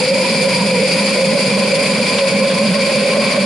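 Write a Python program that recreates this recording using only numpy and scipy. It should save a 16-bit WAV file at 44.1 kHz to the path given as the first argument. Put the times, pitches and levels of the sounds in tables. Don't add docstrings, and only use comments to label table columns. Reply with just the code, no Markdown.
import sys
import numpy as np
from scipy import signal
from scipy.fft import rfft, irfft, next_fast_len
from scipy.io import wavfile
from scipy.ndimage import uniform_filter1d, map_coordinates

SR = 44100
rng = np.random.default_rng(int(sys.argv[2]) if len(sys.argv) > 2 else 0)


def dump_mix(stems):
    frames = np.atleast_2d(stems).T
    limited = np.clip(frames, -1, 1)
    pcm = np.round(limited * 32767).astype(np.int16)
    wavfile.write(sys.argv[1], SR, pcm)


N = 152145


def amp(db):
    return 10 ** (np.asarray(db) / 20)


def unit(x):
    return x / np.sqrt(np.mean(np.abs(x) ** 2) + 1e-20)


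def along(points, hz):
    point_hz, values = np.transpose(points)
    return np.interp(np.log(hz + 1), np.log(point_hz + 1), values)


def seconds():
    return np.arange(N) / SR


def curve(rows):
    return np.interp(seconds(), *np.transpose(rows))


def swing(rows):
    level = curve(rows)
    return level - level.mean()


def wobble(rate):
    points = rng.standard_normal(1024)
    return map_coordinates(points, [np.arange(N) * rate / SR], mode="wrap")


def filtered(x, response):
    size = next_fast_len(N + 8192)
    hz = np.fft.rfftfreq(size, 1 / SR)
    return irfft(rfft(x, size) * response(hz), size)[..., :N]


def noise(spectrum):
    white = rng.standard_normal((2, N))
    return unit(filtered(white, lambda hz: amp(along(spectrum, hz))))


def resonance(hz, width_hz, steadiness, skirt=4):
    def envelope(f):
        return 1 / (1 + 2j * f / width_hz) / (1 + 1j * f / (skirt * width_hz))

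    real, imaginary = filtered(rng.standard_normal((2, 2, N)), envelope)
    drive = unit(real + 1j * imaginary)
    drive = drive / (np.abs(drive) ** 2 + 0.3) ** (np.clip(steadiness, 0, 1) / 2)
    phase = 2 * np.pi * np.cumsum(hz * np.ones(N)) / SR
    return unit(np.real(drive * np.exp(1j * phase)))


# [pitch_hz, width_hz, level_db, steadiness 0-1, share of wavering, rise_hz_per_s]
PIPE_NOTES = [(197.4, 21.2, -20.5, 0.38, 0.99, 0.5), (536.3, 29.6, -17, 0.23, 1, 0.5),
              (972.4, 58, -29.5, 0.16, 0.503, 23), (1451, 77, -38, 0, .4, 19)]
# [start_s, pitch_hz]
PIPE_TUNING = [(0.0, 518), (0.05, 501.7), (0.17, 554), (0.21, 519.6), (0.29, 534), (0.32, 562.8),
               (0.39, 510), (0.49, 541), (0.58, 506), (0.67, 539), (0.79, 502.5), (0.83, 536.2),
               (0.94, 528), (0.99, 543.7), (1.1, 534.2), (1.23, 546.7), (1.27, 518), (1.37, 566),
               (1.43, 534.3), (1.47, 538), (1.5, 505), (1.54, 546.5), (1.56, 527.6), (1.61, 555.6),
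               (1.7, 525), (1.83, 554.5), (1.93, 531), (1.99, 559), (2.03, 524), (2.18, 539.5), (2.38, 543),
               (2.41, 532.4), (2.45, 549), (2.58, 532), (2.63, 569), (2.68, 544.8), (2.7, 521), (2.72, 521),
               (2.77, 578), (2.81, 523.2), (2.91, 564.7), (2.95, 544), (3.07, 536), (3.18, 562.4),
               (3.29, 542), (3.38, 578), (3.4, 544), (3.44, 553.6)]
TUNING_REF_HZ = 536
# [start_s, level_db]
FIRST_NOTE_SURGES = [(0.0, -21.0), (0.09, -22.5), (0.14, -15.0), (0.19, -19.0), (0.23, -15.5),
                     (0.28, -20.5), (0.38, -15.5), (0.41, -20.0), (0.55, -17.0), (0.58, -20.0),
                     (0.63, -14.0), (0.69, -20.5), (0.73, -16.5), (0.77, -21.0), (0.83, -17.5),
                     (0.88, -23.5), (0.91, -18.5), (1.13, -19.5), (1.15, -22.0), (1.27, -15.5),
                     (1.37, -18.5), (1.43, -22.5), (1.47, -16.0), (1.52, -19.5), (1.61, -16.5),
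                     (1.7, -20.5), (1.75, -17.5), (1.81, -20.5), (1.86, -17.5), (1.9, -20.5), (1.96, -15.5),
                     (2.09, -19.5), (2.16, -17.5), (2.24, -23.5), (2.36, -16.0), (2.54, -18.0),
                     (2.57, -21.0), (2.67, -14.0), (2.9, -22.0), (2.97, -16.5), (3.08, -21.5), (3.2, -16.0),
                     (3.34, -23.5), (3.44, -17.0)]
SECOND_NOTE_SURGES = [(0.0, -16.5), (0.04, -18.0), (0.08, -13.5), (0.37, -18.5), (0.45, -12.5),
                      (0.51, -15.5), (0.67, -16.5), (0.74, -13.0), (0.77, -15.0), (0.87, -13.5),
                      (0.92, -16.0), (0.95, -14.0), (1.09, -17.0), (1.21, -12.5), (1.29, -15.0),
                      (1.33, -13.0), (1.42, -16.5), (1.46, -14.0), (1.55, -18.5), (1.64, -12.0),
                      (1.7, -17.0), (1.75, -14.0), (1.83, -15.0), (1.86, -17.5), (1.9, -14.0),
                      (1.98, -17.0), (2.14, -17.0), (2.31, -13.5), (2.34, -17.0), (2.38, -13.5),
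                      (2.47, -14.0), (2.53, -18.0), (2.62, -14.0), (2.69, -19.5), (2.75, -14.0),
                      (2.81, -17.5), (2.94, -12.5), (2.99, -16.0), (3.02, -13.5), (3.22, -14.5),
                      (3.26, -19.0), (3.37, -15.0), (3.4, -19.5), (3.44, -14.0)]
THIRD_NOTE_SURGES = [(0.0, -24.5), (0.07, -35.0), (0.2, -25.5), (0.35, -30.5), (0.6, -22.0), (0.66, -28.5),
                     (0.81, -28.5), (0.87, -33.0), (0.94, -28.5), (1.1, -26.0), (1.14, -30.5),
                     (1.31, -26.5), (1.34, -29.5), (1.59, -28.5), (1.63, -25.0), (1.69, -31.0),
                     (1.86, -28.5), (2.3, -26.5), (2.38, -31.0), (2.44, -25.5), (2.49, -30.5),
                     (2.54, -26.0), (2.96, -29.5), (3.34, -25.5), (3.37, -28.5), (3.44, -25.0)]
SURGE_DEPTH = 1.35
# [pitch_hz, relative level_db per Hz]
FLAME_COLOUR = [(20, -17), (60, -15), (100, -23), (150, 5), (250, 7), (320, -9.5), (430, 6), (620, 0),
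                (850, -5), (1200, -12), (2000, -12), (5000, -54)]
FLAME_DB = -25
FLICKER_DB, FLICKER_RATE = 1.9, 50


def pipe():
    waver = curve(PIPE_TUNING) / TUNING_REF_HZ - 1
    surges = [swing(FIRST_NOTE_SURGES), swing(SECOND_NOTE_SURGES), swing(THIRD_NOTE_SURGES), 0]
    drone = 0
    for (hz, width_hz, db, steadiness, share, rise), surge in zip(PIPE_NOTES, surges):
        pitch_hz = hz * (1 + share * waver) + rise * seconds()
        level_db = db + SURGE_DEPTH * surge + FLICKER_DB * wobble(FLICKER_RATE)
        drone = drone + amp(level_db) * resonance(pitch_hz, width_hz, steadiness, skirt=2.08)
    roar = amp(FLAME_DB + FLICKER_DB * wobble(FLICKER_RATE)) * noise(FLAME_COLOUR)
    return drone + roar


# [pitch_hz, width_hz, starting level_db, steadiness 0-1, fade_db_per_s]
WHISTLE_TONES = [(2358, 104, -24, 0.22, -0.32), (4738, 300, -24, .2, 0.2), (7220, 79, -35.5, 0.05, 1),
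                 (9190, 100, -38, 0, .6)]
# [start_s, level_db]
TREBLE_LEVEL = [(0.0, -20.5), (0.06, -20.0), (0.14, -22.0), (0.33, -19.5), (0.36, -20.5), (0.57, -19.5),
                (0.62, -22.0), (0.81, -20.0), (1.17, -19.5), (1.32, -22.0), (1.4, -19.0), (1.62, -22.0),
                (1.91, -19.5), (1.98, -22.0), (2.06, -19.5), (2.46, -22.5), (2.71, -20.5), (2.76, -23.5),
                (2.85, -20.5), (2.94, -23.5), (3.07, -21.5), (3.21, -23.5), (3.29, -21.0), (3.35, -24.0),
                (3.41, -21.5), (3.44, -23.0)]
TREBLE_DEPTH = 0.82
# [pitch_hz, relative level_db per Hz]
HISS_COLOUR = [(300, 7), (1200, -10.5), (1700, -5.5), (2050, 5.5), (2650, 7.5), (2900, -3), (3400, 2),
               (3900, -5), (4300, 5.5), (5100, 1), (5550, -12), (6700, -4.5), (7600, -8.5), (8200, -14.5),
               (8700, -2.5), (9600, -3.5), (10250, -6), (10900, -3)]
HISS_DB = -20
FLUTTER_DB, FLUTTER_RATE = 1.58, 60
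FLARE_DB, FLARE_RATE = 1.55, 40


def gas_jet():
    whistle = 0
    for hz, width_hz, db, steadiness, fade in WHISTLE_TONES:
        level_db = db - fade * seconds() + FLARE_DB * wobble(FLARE_RATE)
        whistle = whistle + amp(level_db) * resonance(hz, width_hz, steadiness, skirt=4.3)
    hiss = amp(HISS_DB) * noise(HISS_COLOUR)
    flow_db = TREBLE_DEPTH * swing(TREBLE_LEVEL) + FLUTTER_DB * wobble(FLUTTER_RATE)
    return amp(flow_db) * (whistle + hiss)


# [pitch_hz, relative level_db per Hz]
CRACKLE_COLOUR = [(300, -20), (800, -2), (1400, -2), (2200, 0), (3400, 0), (4200, -3), (6000, -18),
                  (11000, -30)]
CRACKLE_DB, CRACKLE_GROWS_DB_PER_S = -31, 1.1
CRACKLE_ROUGH_DB, CRACKLE_RATE = 2.5, 110
# [middle_s, swell of the crackle_db]
FLAME_SPITS = [(.823, 9), (.92, 4), (1.071, 3), (1.883, 4), (2.187, 15)]
SPIT_S = .005


def crackle():
    t = seconds()
    spits_db = sum(db * np.exp(-.5 * ((t - middle_s) / SPIT_S) ** 2) for middle_s, db in FLAME_SPITS)
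    rough_db = CRACKLE_ROUGH_DB * wobble(CRACKLE_RATE)
    level_db = CRACKLE_DB + CRACKLE_GROWS_DB_PER_S * t + rough_db + spits_db
    return amp(level_db) * noise(CRACKLE_COLOUR)


ECHO_DB, ECHO_SPREAD_S, ECHO_ABOVE_HZ = -8.5, 0.011, 3000


def reflections(x, count=10):
    taps = np.zeros((2, SR // 20))
    for row in taps:
        delay_s = rng.uniform(.001, ECHO_SPREAD_S, count)
        size = rng.standard_normal(count)
        row[(delay_s * SR).astype(int)] = size / np.linalg.norm(size)
    copies = signal.fftconvolve(x, taps, axes=1)[:, :N]
    return amp(ECHO_DB) * filtered(copies, lambda hz: hz ** 2 / (hz ** 2 + ECHO_ABOVE_HZ ** 2))


# [pitch_hz, likeness 0-1]
LIKENESS = [(60, 0.65), (150, 1), (300, 0.94), (540, 0.96), (1000, 0.83), (1600, 0.54), (2400, 0.89),
            (3300, 0.69), (4400, 0.57), (5400, 0.52), (7000, 0.25), (11000, 0.54)]
# [pitch_hz, left over right_db]
LEFT_LEAN = [(60, -2), (200, -1), (540, -2), (1000, -1), (1500, -0.5), (2100, 2), (2650, -1.5), (3500, -1),
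             (4900, 1.6), (6000, 5), (7000, -3.5), (8200, 17), (9100, 5), (10200, 3.5), (11000, 5.5)]


def scene():
    def middle_and_side(hz):
        angle = np.arccos(np.clip(along(LIKENESS, hz), 0, 1)) / 2
        return np.array([np.cos(angle), np.sin(angle)])

    def lean(hz):
        return amp(np.outer([.5, -.5], along(LEFT_LEAN, hz)))

    engine = pipe() + gas_jet() + crackle()
    middle, side = filtered(engine, middle_and_side)
    direct = filtered(np.array([middle + side, middle - side]), lean)
    return direct + reflections(direct)


# [pitch_hz, level_db]
BASS_ROLL_OFF = [(25, -20), (60, -12), (100, -9.5), (135, 0.5)]
LIMIT_DB, LIMIT_SLOPE, MAKEUP_DB = -18, 0.61, 1.65
LIMIT_S, TOP_HZ = .022, 11040


def record(dry):
    power = uniform_filter1d(np.mean(dry ** 2, axis=0), int(LIMIT_S * SR))
    excess_db = np.maximum(10 * np.log10(np.abs(power) + 1e-12) - LIMIT_DB, 0)
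    limited = dry * amp(MAKEUP_DB - LIMIT_SLOPE * excess_db)
    return filtered(limited, lambda hz: amp(along(BASS_ROLL_OFF, hz)) * (hz < TOP_HZ))


dry = scene()
out = record(dry)
dump_mix(out)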